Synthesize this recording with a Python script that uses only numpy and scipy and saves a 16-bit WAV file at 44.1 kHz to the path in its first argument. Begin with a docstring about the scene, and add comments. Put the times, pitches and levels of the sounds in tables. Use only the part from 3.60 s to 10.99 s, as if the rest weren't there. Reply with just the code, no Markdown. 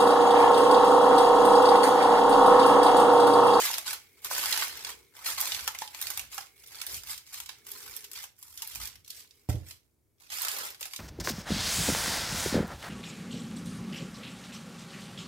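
"""A small kitchen: gloved hands press aluminium foil around food on a glass hob, before two microphones.
From the start, tiny facets crackle, whole creases snap, loose sheet flaps and hollows pop, over steady noise
with two faint bands that vary; the hob rumbles under the hands.
Near 5.9 s the parcel lands with one low thump that rings the hob's modes; then a second parcel is picked up
on the right, shifted by delay and balance. Reflections follow; the microphone and recorder limit the band."""
import sys
import numpy as np
from scipy import signal
from scipy.fft import rfft, irfft, next_fast_len
from scipy.io import wavfile
from scipy.ndimage import uniform_filter1d, map_coordinates

SR = 44100
rng = np.random.default_rng(int(sys.argv[2]) if len(sys.argv) > 2 else 0)


def wav_out(sig):
    """Save sig, one row per channel (or a flat mono array), as 16-bit PCM at SR to the path in sys.argv[1]."""
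    wavfile.write(sys.argv[1], SR, np.round(np.clip(np.atleast_2d(sig).T, -1, 1) * 32767).astype(np.int16))


N = 325899

# steady background noise: (frequency [Hz], relative density [dB per Hz])
HUSH_SPECTRUM = [(20, -15.5), (35, -2), (65, -4), (130, -5), (200, -18), (320, -10.5), (600, -23.5),
                 (2700, -37), (13000, -30), (16000, -34)]
# faint narrow band of noise near 2.2 kHz: (frequency [Hz], relative density [dB per Hz])
HIGH_BAND_SPECTRUM = [(100, -6), (300, -14.5), (700, -28.5), (1600, -21.5), (2000, -10.5), (2200, 2.5),
                      (2450, -7.5), (2800, -23), (16000, -14.5)]
# its rise and fall in the background: (time [s], level [dB])
HIGH_BAND_LEVEL = [(0, -62), (1.5, -69), (3, -65), (4.3, -68.5), (4.8, -88), (5.8, -75.5), (6.3, -93.5),
                   (6.6, -91), (7.39, -72.5)]
# faint low band of noise near 410 Hz: (frequency [Hz], relative density [dB per Hz])
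LOW_BAND_SPECTRUM = [(150, -27), (240, -7), (330, -10.5), (410, 2), (480, -3), (580, -22.5), (900, -23)]
# how it swells and fades: (time [s], level [dB])
LOW_BAND_LEVEL = [(0.4, -74), (1.0, -61), (1.4, -62), (1.7, -84), (2.6, -86), (3.1, -70.5), (3.7, -85),
                  (3.95, -73.5), (4.15, -59.5), (4.55, -68), (4.8, -88), (5.8, -73.5), (6.3, -91),
                  (7.39, -78.5)]
# how long the room rings: (frequency [Hz], t60 [s])
ROOM_T60 = [(80, 0.37), (400, 0.42), (1000, 0.25), (3000, 0.27), (7000, 0.22), (15000, 0.16)]
# hob rumble: (frequency [Hz], relative density [dB per Hz])
RUMBLE_SPECTRUM = [(25, -15), (45, 1.5), (65, 5), (100, -1), (160, -11.5), (300, -19.5), (600, -39)]
# hands lean on the parcel and rock it on the hob: (time [s], held for [s], rumble [dB])
LEANS = [(.66, .7, -65.5), (1.68, .15, -66), (1.94, .1, -56.5), (2.43, 0.24, -63), (3.33, 0.024, -54.5),
         (3.46, .07, -61), (3.8, 0.045, -67), (4.27, 0.026, -63), (5.17, 0.055, -53), (5.35, .04, -63)]
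# modes of the hob in its worktop: (frequency [Hz], relative level [dB], t60 [s])
HOB_MODES = [(69.6, -15, 0.16), (86.7, -9.5, 0.36), (114, 1.5, 0.095), (149, -11.5, 0.093),
             (180.5, -34, 0.18), (297, -6, 0.096), (326, -27, .24), (394, -21, 0.26), (487, -18.5, 0.12),
             (600, -19, 0.19), (732, -10, 0.14), (793, -16.5, 0.13), (856, -15, 0.056)]
# the parcel lands and settles: (time [s], relative level [dB], contact time [s])
BLOWS = [(5.8894, -20.5, 0.00095), (5.944, -25, 0.0019)]
# the hollow of the parcel pops: (time [s], level [dB], ring frequency [Hz], t60 [s])
POPS = [(0.102, -25, 920, 0.024), (0.714, -35, 840, 0.018), (2.081, -28.5, 1340, 0.027),
        (2.151, -33, 2130, 0.028), (2.219, -27, 855, 0.056), (2.778, -34, 1150, 0.03),
        (4.826, -54, 980, 0.042)]
# where the foil is: (time [s], lag of the left microphone [samples], left-right balance [dB])
FOIL_PLACE = [(0, -3.5, -2.5), (1.2, -4, -2), (1.8, -3.5, -2.5), (5.2, -3.5, -2.5), (5.9, 2.5, -3),
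              (6.6, 12.5, -4.5), (7.0, 11, -3), (7.25, 4, -2.5)]
# average sound of one buckling facet: (frequency [Hz], relative density [dB per Hz])
FACET_SPECTRUM = [(150, -42), (300, -22.5), (480, -15.5), (660, -11), (850, -1.5), (1100, -1.5),
                  (1450, -0.56), (2100, 0), (3000, 0.8), (4200, 1.3), (5500, 1.64), (7500, -0.5),
                  (9500, -3), (12000, 0.5), (15300, -4), (16300, -39)]
# a bending sheet: (frequency [Hz], relative density [dB per Hz])
FLEX_SPECTRUM = [(100, -19), (220, -12), (350, 1), (480, 1), (620, 1.5), (900, -12.5), (2000, -49)]
# how far the loose outer sheet bends: (time [s], level against the grip's crackle control [dB])
SLACK = [(0, -29.5), (0.8, -28.5), (1.2, -30), (1.8, -29.5), (2.2, -32), (2.6, -27), (3.2, -30),
         (3.33, -25.5), (3.5, -44), (4.8, -44), (5.2, -31), (5.5, -30), (6.8, -33), (7.0, -19.5),
         (7.39, -31)]
# creases that snap through: (time [s], burst level [dB], large facets [dB], tiny facets [dB],
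# relative duration of the collapse [s before stretching])
SNAPS = [(.0529, -27.5, 7, 8, 0.0031), (.1397, -30, -12, -19, .0016), (.1825, -30, 10, 7.5, 0.0023),
         (.3305, -33, 9.5, 14, 0.0026), (.646, -32, -6, 12, 0.0023), (.7115, -33.5, 34, 5, 0.0013),
         (.7805, -30, 12.5, 10.5, 0.0023), (.858, -29, 9, 5, 0.00053), (.9075, -30.5, -8, 8, 0.0031),
         (.9255, -24.5, -7, -10, 0.0018), (.9753, -28.5, 1, 0, 0.00061), (1.0225, -30.5, 4, -41, 0.0011),
         (1.2483, -34, -10, -7, 0.00058), (1.6624, -31.5, -4, -13, .0017), (1.703, -34.5, -6, 14, .0008),
         (1.8042, -30, 11, 22, .0011), (1.8115, -26, -24, 16, .0005), (1.8742, -33, -5, 4, .0014),
         (1.9201, -30.5, -33, -34, 0.00054), (1.9471, -31.5, -16, -9, 0.0024),
         (2.0769, -26.5, 7.5, 1.5, .0024), (2.148, -40, 1, -4, .0029), (2.187, -37, -11, -2, 0.0019),
         (2.2196, -37, 5, -6, .0027), (2.2763, -43.5, -44, -15, 0.001), (2.3468, -39, -2, -3, 0.0013),
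         (2.414, -31.5, 9, 18, 0.00097), (2.425, -33, -25, 1, 0.00052), (2.4694, -34.5, -11, 1, .0029),
         (2.5027, -31.5, 3, 7.5, 0.0016), (2.5746, -31, 2, 7.5, 0.00078),
         (2.5944, -33.5, -13.5, -2.5, 0.00068), (2.7243, -45, 1, 8, .0014), (2.7443, -40, -3, 11.5, .0006),
         (2.7797, -34, 8.5, 0, 0.0015), (3.0735, -49, -11, 20, .0009), (3.215, -34.5, -7, -3, 0.0029),
         (3.2656, -35.5, -11, 21, 0.0012), (3.343, -36.5, -49, -4, 0.0015), (3.4345, -44.5, 5, 5, 0.0013),
         (3.5776, -41.5, -20, 1, 0.002), (3.6657, -56, -13, -2, 0.0012), (3.8014, -37, -1.5, 2.5, .0015),
         (3.8603, -44.5, -25, -5, 0.0016), (3.8926, -38.5, -6, -15, 0.0015),
         (4.0676, -44.5, 4, 12, 0.00087), (4.1166, -37, -12, 31, .0006), (4.3648, -36.5, -16, 15, 0.00074),
         (4.4422, -42, -16, -5, 0.0031), (4.5151, -42, -4, 10, 0.00069), (4.5332, -41.5, -29, 6, 0.00035),
         (4.6402, -40.5, 8.5, 5.5, 0.0015), (4.7899, -55, 9, 26, 0.001), (4.827, -44, -35, 9, .0013),
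         (4.975, -40, -39, 1, 0.0024), (5.0209, -34, -10, 4.5, 0.00093), (5.074, -39, -15, 22, .0008),
         (5.1504, -41, -6, 11, 0.0011), (5.1572, -37, 2, 11, .0005), (5.255, -37.5, -25, 0, .0006),
         (5.273, -39.5, -8, 4, 0.0023), (5.3561, -50, -8, -4, 0.001), (5.4466, -54.5, -34, -4, 0.0018),
         (5.479, -48, -34, 3, 0.00087), (5.504, -38.5, -37, -2, 0.0016), (5.709, -55.5, -40, -10, 0.00095),
         (6.1086, -42.5, -7, -4, 0.0029), (6.6, -60, -5, 2, .003), (6.7018, -43.5, -3, -8, 0.0017),
         (6.7204, -41, 1, -4, 0.0028), (6.8195, -31, -19, 10, 0.00044), (6.8485, -31.5, 8, 5, 0.003),
         (6.8832, -29.5, -17, -1, .0019), (7.1458, -50, -9, -13, 0.0011), (7.2094, -38.5, -8, 13, 0.0018),
         (7.228, -37.5, -19, -10, .0006), (7.255, -39.5, 11, 7, .001), (7.3347, -37.5, 1, -5, 0.0014),
         (7.362, -37, -34, -7, 0.0013)]
# each grip on the foil: (time [s], held for [s], crackle level before trim [dB], change while held [dB],
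# letting go [dB per s], large dull facets [dB], tiny bright facets [dB])
GRIPS = [(0.002, 0.18, -32, -13, 198, 0.5, -1), (0.269, 0.055, -33, -0.5, 332, 0.5, -1.0),
         (0.579, 0.015, -59.5, 0, 280.0, 1, -3), (0.66, 0.019, -39.0, -9, 289, 3.5, 2.5),
         (0.714, 0.322, -31.5, 0, 148, 1, 0), (1.12, 0.096, -42.5, -1, 150, 1, -5.5),
         (1.259, 0.037, -38.5, 3.5, 336, 3.5, -1.5), (1.559, 0.074, -49, 1.5, 270.0, 10.5, 1.5),
         (1.662, 0.057, -32, -3.5, 281, 0.5, 1.5), (1.778, 0.26, -36, -8, 117, 2, -1),
         (2.214, 0.041, -43.5, -9, 192.5, -3, -0.5), (2.313, 0.085, -47.0, 6, 262.5, 3.0, 1),
         (2.417, 0.18, -42, -5.5, 174, 2, 0.0), (2.723, 0.073, -44, 2.5, 217, -3.5, 0.0),
         (2.964, 0.122, -56.0, 9, 250.0, -5, 3.5), (3.11, 0.129, -47.0, 3, 240.0, 1, -1.5),
         (3.267, 0.09, -39.5, 5, 258, -4.5, 2.0), (3.466, 0.046, -39, 9, 267, 0, 2.5),
         (3.672, 0.041, -52.5, 0, 272, -8, 0.0), (3.734, 0.057, -42.5, -3.5, 155, -1.5, 0.5),
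         (3.9, 0.015, -49.5, -4.5, 140.0, -1, -6.0), (4.072, 0.3, -46, 0.5, 110.0, -1.5, 2.5),
         (4.559, 0.079, -43.0, -7, 370.0, -3.5, -1.5), (4.779, 0.17, -55.5, 9.5, 250.0, 0.5, 8.5),
         (4.982, 0.192, -46.5, 4, 270.0, -3.5, 0.5), (5.21, 0.047, -41, -7, 178, 0.5, -0.5),
         (5.463, 0.12, -52, 11.5, 190.5, -13.5, 1), (5.701, 0.25, -68.5, -4, 281, -3.5, 0),
         (5.958, 0.093, -62, -3, 270.0, 2.0, -2), (6.063, 0.037, -50.0, 4.5, 262, -2.5, 3),
         (6.615, 0.13, -59.0, -7, 270.0, 0.0, -3.5), (6.722, 0.1, -36.5, 1.5, 270.0, -3, -0.5),
         (6.812, 0.25, -36.5, -3, 202, 5, 1.5), (7.215, 0.046, -42.5, -1, 350.0, -2.5, -1),
         (7.315, 0.072, -49.5, -4, 270.0, -7, 3)]

TAPS = 1024  # length of one click [samples]
HZ = np.fft.rfftfreq(TAPS, 1 / SR)
TICKS = np.arange(0, N + 64, 64) / SR  # times at which slow controls are worked out [s]
EDGE_HZ = 16300  # upper band limit
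MIDDLING_DB = -40  # crackle control of a middling grip
CLOSE_DB_PER_S = 596  # how fast the crackle swells as a hand closes
SETTLE_DB, SETTLE_DB_PER_S = -17, 97  # the creases go on ticking for a moment after each grip
# the foil crunches at once as the parcel lands
JOLT_DB, JOLT_RISE_DB_PER_S, JOLT_FALL_DB_PER_S = -39.5, 12000.5, 330
# the facets around a crease crackle just before and after it snaps
STIR_DB, STIR_RISE_DB_PER_S, STIR_FALL_DB_PER_S = -7.5, 1299, 797.5
LEAN_DB_PER_S, UNLEAN_DB_PER_S = 350, 140  # how fast the rumble of a lean comes and goes
RUB_DB, RUB_FOLLOWS = -71, .3  # rumble of a middling grip, and its dB per dB of crackle


def gain_of(db):
    """Decibels to amplitude."""
    return 10 ** (np.asarray(db) / 20)


def evened(x):
    """Scales to an rms of one."""
    return x / np.sqrt(np.mean(x ** 2) + 1e-20)


def read(points, hz):
    """A curve over frequency, joined by straight lines over log frequency."""
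    f, value = np.transpose(points)
    return np.interp(np.log(hz + 1), np.log(f + 1), value)


def follow(rows):
    """Each column of a curve over time, at every sample."""
    s, *columns = np.transpose(rows)
    return [np.interp(np.arange(N) / SR, s, c) for c in columns]


def sampled(control):
    """A slow control at every sample."""
    return np.interp(np.arange(N) / SR, TICKS, control)


def held(start, length, rise, fall, change_db=0):
    """Attack, hold and release in dB; rise and fall are in dB per second."""
    t = TICKS - start
    attack = rise * np.minimum(t, 0)
    hold = change_db * (np.clip(t / length, 0, 1) - .5)
    return attack + hold - fall * np.maximum(t - length, 0)


def add(mix, s, sound):
    """Mixes a sound in at time s."""
    part = mix[max(round(s * SR), 0):][:len(sound)]
    part += sound[:len(part)]


def coloured(x, db_at):
    """Filters a long signal by a gain in dB that depends on frequency."""
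    size = next_fast_len(N + TAPS)
    gain = gain_of(db_at(np.fft.rfftfreq(size, 1 / SR)))
    return irfft(rfft(x, size) * gain, size)[..., :N]


def noise(points, apart):
    """Stereo noise of a given spectrum; apart scales the part that the two sides do not share."""
    white = rng.standard_normal((3, N))
    shared, left, right = coloured(white, lambda hz: read(points, hz))
    return evened(shared + apart * np.array([left, right]))


def background():
    """Steady background noise, with two faint noise bands near 400 Hz and 2.2 kHz whose levels vary."""
    high_band = gain_of(follow(HIGH_BAND_LEVEL)[0]) * noise(HIGH_BAND_SPECTRUM, apart=1.0)
    low_band = gain_of(follow(LOW_BAND_LEVEL)[0]) * noise(LOW_BAND_SPECTRUM, apart=1.0)
    return gain_of(-72.5) * noise(HUSH_SPECTRUM, apart=0.95) + high_band + low_band


def echoes(early_db, tail_db, early_t60=0.039):
    """Quick reflections from hob and tiles, then the short tail of the room."""
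    t = np.arange(SR // 2) / SR
    shape = (2, len(t))
    taps = rng.standard_normal(shape) * (rng.random(shape) < 5000 / SR) * (t > .005)
    # each frequency of the tail dies away at its own rate
    hz, s, z = signal.stft(taps, SR, nperseg=256)
    fading = z * gain_of(-60 * s / read(ROOM_T60, hz)[:, None])
    tail = signal.istft(fading, SR, nperseg=256)[1][:, :len(t)]
    early = rng.choice([-1, 1], shape) * (rng.random(shape) < 3000 / SR) * (t > .0005)
    early = early * gain_of(-60 * t / early_t60)
    return sum(gain_of(db) * part / np.linalg.norm(part, axis=1, keepdims=True)
               for db, part in [(early_db, early), (tail_db, tail)])


def echoed(x, early_db, tail_db):
    """A sound from one fixed place, with its reflections."""
    return x + signal.oaconvolve(x, echoes(early_db, tail_db), axes=1)[:, :N]


def kitchen(x, early_db, tail_db, count=12, size=700):
    """Facets face every way, so one after another they reach the walls by different paths."""
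    out = x.copy()
    for k in range(count):
        # each set of echoes takes its turn, crossfading over size samples
        distance = abs((np.arange(N) / size - k + count / 2) % count - count / 2)
        turn = np.cos(np.pi / 2 * np.minimum(distance, 1))
        out += signal.oaconvolve(x * turn, echoes(early_db, tail_db), axes=1)[:, :N]
    return out


def rocking(squeeze_db):
    """The hob rumbles a little under every grip, and more when the hands lean on the parcel."""
    leans = sampled(sum(gain_of(db + held(s, length, LEAN_DB_PER_S, UNLEAN_DB_PER_S)) ** 2
                        for s, length, db in LEANS))
    rub = gain_of(RUB_DB + RUB_FOLLOWS * (squeeze_db - MIDDLING_DB))
    rumble = noise(RUMBLE_SPECTRUM, apart=0.45) * np.sqrt(leans + rub ** 2)
    return rumble * gain_of([[-1.5], [1.5]])


def thump(thud_db=-18, thud_t60=0.3, low_hz=170, high_hz=760):
    """The soft, heavy parcel pushes on the hob, whose modes ring under a dull thud."""
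    t, out = np.arange(SR * 3 // 4) / SR, np.zeros(N)
    ring = sum(gain_of(db - 60 * t / t60) * np.sin(2 * np.pi * hz * t) for hz, db, t60 in HOB_MODES)
    band = signal.butter(3, [low_hz, high_hz], "band", fs=SR, output="sos")
    for s, db, contact in BLOWS:
        push = t * np.exp(-4 * t / contact)  # a longer contact gives a duller blow
        thud = evened(signal.sosfilt(band, rng.standard_normal(len(t))))
        body = ring + thud * gain_of(thud_db - 60 * t / thud_t60)
        add(out, s, gain_of(db) * signal.fftconvolve(body, push / push.sum()))
    return out


def landing(width=0.5):
    """The thump fills the room, but such long waves reach both microphones much alike."""
    wide = echoed(thump()[None], early_db=-11, tail_db=-9)
    middle = wide.mean(axis=0)
    return (middle + width * (wide - middle)) * gain_of([[-2], [1.5]])


def pops():
    """A broad panel flips and the hollow under it rings briefly with two close modes."""
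    out, t = np.zeros(N), np.arange(SR // 5) / SR
    for s, db, hz, t60 in POPS:
        ring = sum(share * np.sin(2 * np.pi * hz * ratio * t)
                   for ratio, share in [(1, 0.78), (1.16, -0.38)])
        add(out, s, gain_of(db - 60 * t / t60) * ring)
    return out


def hands():
    """Crackle level and the share of large and tiny facets, in dB; the strongest grip rules."""
    squeeze_db = JOLT_DB + held(BLOWS[0][0], .01, JOLT_RISE_DB_PER_S, JOLT_FALL_DB_PER_S)
    folds_db = np.zeros((2, len(TICKS)))
    for start, length, db, change_db, let_go, large, tiny in GRIPS:
        grip = held(start, length, CLOSE_DB_PER_S, let_go, change_db)
        settling = SETTLE_DB + held(start, length, CLOSE_DB_PER_S, SETTLE_DB_PER_S, change_db)
        grip_db = db + np.maximum(grip, settling)
        folds_db = np.where(grip_db > squeeze_db, [[large], [tiny]], folds_db)
        squeeze_db = np.maximum(squeeze_db, grip_db)
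    for s, db, *_ in SNAPS:
        stir_db = db + STIR_DB + held(s, 0.0032, STIR_RISE_DB_PER_S, STIR_FALL_DB_PER_S)
        squeeze_db = np.maximum(squeeze_db, stir_db)
    smooth_folds = uniform_filter1d(folds_db, size=14)
    return sampled(squeeze_db), [sampled(share) for share in smooth_folds]


def flex(squeeze_db, level_db=0, per_s=350, size_db=0.0):
    """Broad, loose parts of the sheet flip with soft, low flaps."""
    happens = rng.random(N) < per_s / SR
    sizes = gain_of(size_db * np.minimum(rng.exponential(1, N), 3))
    flaps = happens * rng.choice([-1, 1], N) * sizes
    sound = evened(signal.oaconvolve(flaps, click(read(FLEX_SPECTRUM, HZ)))[:N])
    return sound * gain_of(level_db + squeeze_db + follow(SLACK)[0])


def click(db):
    """The sharpest causal click that has this spectrum: its minimum-phase response."""
    log_gain = np.log(gain_of(np.concatenate([db, db[-2:0:-1]])))
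    return np.fft.ifft(np.exp(np.conj(signal.hilbert(log_gain)))).real


def size_shares(hz, low_hz=1800, high_hz=7000):
    """How much of each frequency comes from large and from tiny facets."""
    return 1 / (1 + (hz / low_hz) ** 4), 1 - 1 / (1 + (hz / high_hz) ** 4)


def facet(uneven_db, count=70):
    """Spectrum of one facet: the foil's colour with chance resonances of its own."""
    knots = np.linspace(0, 1, count)
    bumps = np.interp(np.sqrt(HZ / HZ[-1]), knots, rng.standard_normal(count))
    return read(FACET_SPECTRUM, HZ) + uneven_db * bumps


def aimed(x, scatter):
    """Spreads a facet's sound unevenly over the two microphones."""
    lean, lag = rng.standard_normal(2)
    hz = np.fft.rfftfreq(len(x), 1 / SR)
    turn = np.exp(scatter * (0.43 * lean + 1j * lag * hz / 9000))
    return irfft(rfft(x) * np.array([turn, 1 / turn]), len(x))


def crackle(squeeze_db, folds_db, level_db=-3, per_s=2200, busier_db=0.46, size_db=3.0, clump_db=3.0,
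            uneven_db=5, scatter=1.0, count=28):
    """Facets buckle in little avalanches, more often and more loudly as the hands squeeze."""
    knots = np.arange(0, N, 2 ** 8)
    clumps = np.interp(np.arange(N), knots, rng.standard_normal(len(knots)))
    # per_s is the rate in a middling grip
    happens = rng.random(N) < per_s / SR * gain_of(busier_db * (squeeze_db - MIDDLING_DB))
    # many small buckles, a few large ones; together they spend the work that the hands put in
    strength_db = size_db * np.minimum(rng.exponential(1, N), 4) + clump_db * clumps
    sizes = happens * rng.choice([-1, 1], N) * gain_of(strength_db)
    sizes *= gain_of(squeeze_db) / np.sqrt(abs(uniform_filter1d(sizes ** 2, size=1100)) + .002)
    which, out = rng.integers(0, count, N), np.zeros((2, N))
    for k in range(count):
        ring = aimed(np.roll(click(facet(uneven_db)), 8), scatter)
        ring = ring / np.sqrt(np.sum(ring ** 2) / 2)
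        out += signal.oaconvolve((sizes * (which == k))[None], ring, axes=1)[:, :N]
    # the size of the folds shifts energy between low and high, with the overall level compensated
    large = coloured(out, lambda hz: 20 * np.log10(size_shares(hz)[0] + 1e-9))
    tiny = coloured(out, lambda hz: 20 * np.log10(size_shares(hz)[1] + 1e-9))
    large_gain, tiny_gain = gain_of(folds_db)
    folded = out + (large_gain - 1) * large + (tiny_gain - 1) * tiny
    energy = 0.56 + 0.054 * large_gain ** 2 + 0.45 * tiny_gain ** 2
    return gain_of(level_db) * folded / np.sqrt(energy)


def reshaped(x, patchy_db, size=256):
    """The creases keep moving, so the foil's resonances shift from moment to moment."""
    frames = dict(nperseg=2 * size, noverlap=3 * size // 2)
    z = signal.stft(x, **frames)[2]
    patches = uniform_filter1d(rng.standard_normal(z.shape[1:]), size=6, axis=0)
    patches = evened(uniform_filter1d(patches, size=6, axis=1))
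    return signal.istft(z * evened(gain_of(patchy_db * patches)), **frames)[1][:, :N]


def small_creases(squeeze_db, db=-43, follows=0.93, spread_db=2.5, large_db=-6, tiny_db=5, colour_db=7,
                  collapse_s=.0009, count=110):
    """Lesser creases give way at chance moments, stronger as the hands squeeze; rows like SNAPS."""
    when = (np.arange(count) + rng.random(count)) / count * (N - 1)
    strength, large, tiny, slow = rng.standard_normal((count, 4)).T
    level = db + follows * (squeeze_db[when.astype(int)] - MIDDLING_DB) + spread_db * strength
    large_levels = large_db + colour_db * large
    tiny_levels = tiny_db + colour_db * tiny
    return list(zip(when / SR, level, large_levels, tiny_levels, collapse_s * np.exp(.5 * slow)))


def snaps(creases, level_db=0, uneven_db=5, stretch=1.1, scatter=1.0, order=10, span=0.0059):
    """A crease gives way: a first facet flips and pulls its neighbours along within milliseconds."""
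    out, (large, tiny) = np.zeros((2, N)), size_shares(HZ)
    for s, db, large_db, tiny_db, duration in creases:
        burst = np.zeros((2, 2 * TAPS))
        waits = np.minimum(rng.exponential(1, order), 4) * (np.arange(order) > 0)
        for wait, sign in zip(waits, rng.choice([-1, 1], order)):
            spectrum = facet(uneven_db) + large_db * large + tiny_db * tiny
            ring = aimed(np.roll(click(spectrum), 8), scatter)
            # the later a neighbour follows, the weaker it is
            for side in range(2):
                add(burst[side], wait * duration * stretch, sign * np.exp(-.4 * wait) * ring[side])
        # the level is the burst's rms over span seconds
        burst *= gain_of(db + level_db) * np.sqrt(span * SR / (np.sum(burst ** 2) / 2))
        for side in range(2):
            add(out[side], s, burst[side])
    return out


def placed(x):
    """The foil's position sets the delay and balance between the microphones."""
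    lag, balance_db = follow(FOIL_PLACE)
    left = map_coordinates(x[0], [np.arange(N) - lag], order=5)
    return np.array([left * gain_of(balance_db / 2), x[1] * gain_of(-balance_db / 2)])


def scene():
    """Foil and hob in a small kitchen, over the background noise."""
    squeeze_db, folds_db = hands()
    creases = snaps(SNAPS) + snaps(small_creases(squeeze_db), order=4)
    facets = reshaped(crackle(squeeze_db, folds_db), patchy_db=2.98)
    sheet = facets + creases + flex(squeeze_db)
    foil = kitchen(placed(sheet), early_db=-1.5, tail_db=-5.5)
    hollow = echoed(pops() * gain_of([[-1], [1]]), early_db=-9, tail_db=-8.5)
    return background() + rocking(squeeze_db) + landing() + hollow + foil


def record(dry, low_cut_hz=52):
    """The microphone's steep bass roll-off and the recorder's band limit."""
    roll_off = signal.butter(5, low_cut_hz, "high", fs=SR, output="sos")
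    thin = signal.sosfilt(roll_off, dry)
    band_limit = signal.firwin(511, EDGE_HZ, window=("kaiser", 9), fs=SR)
    return signal.oaconvolve(thin, band_limit[None], "same")


dry = scene()
out = record(dry)
wav_out(out)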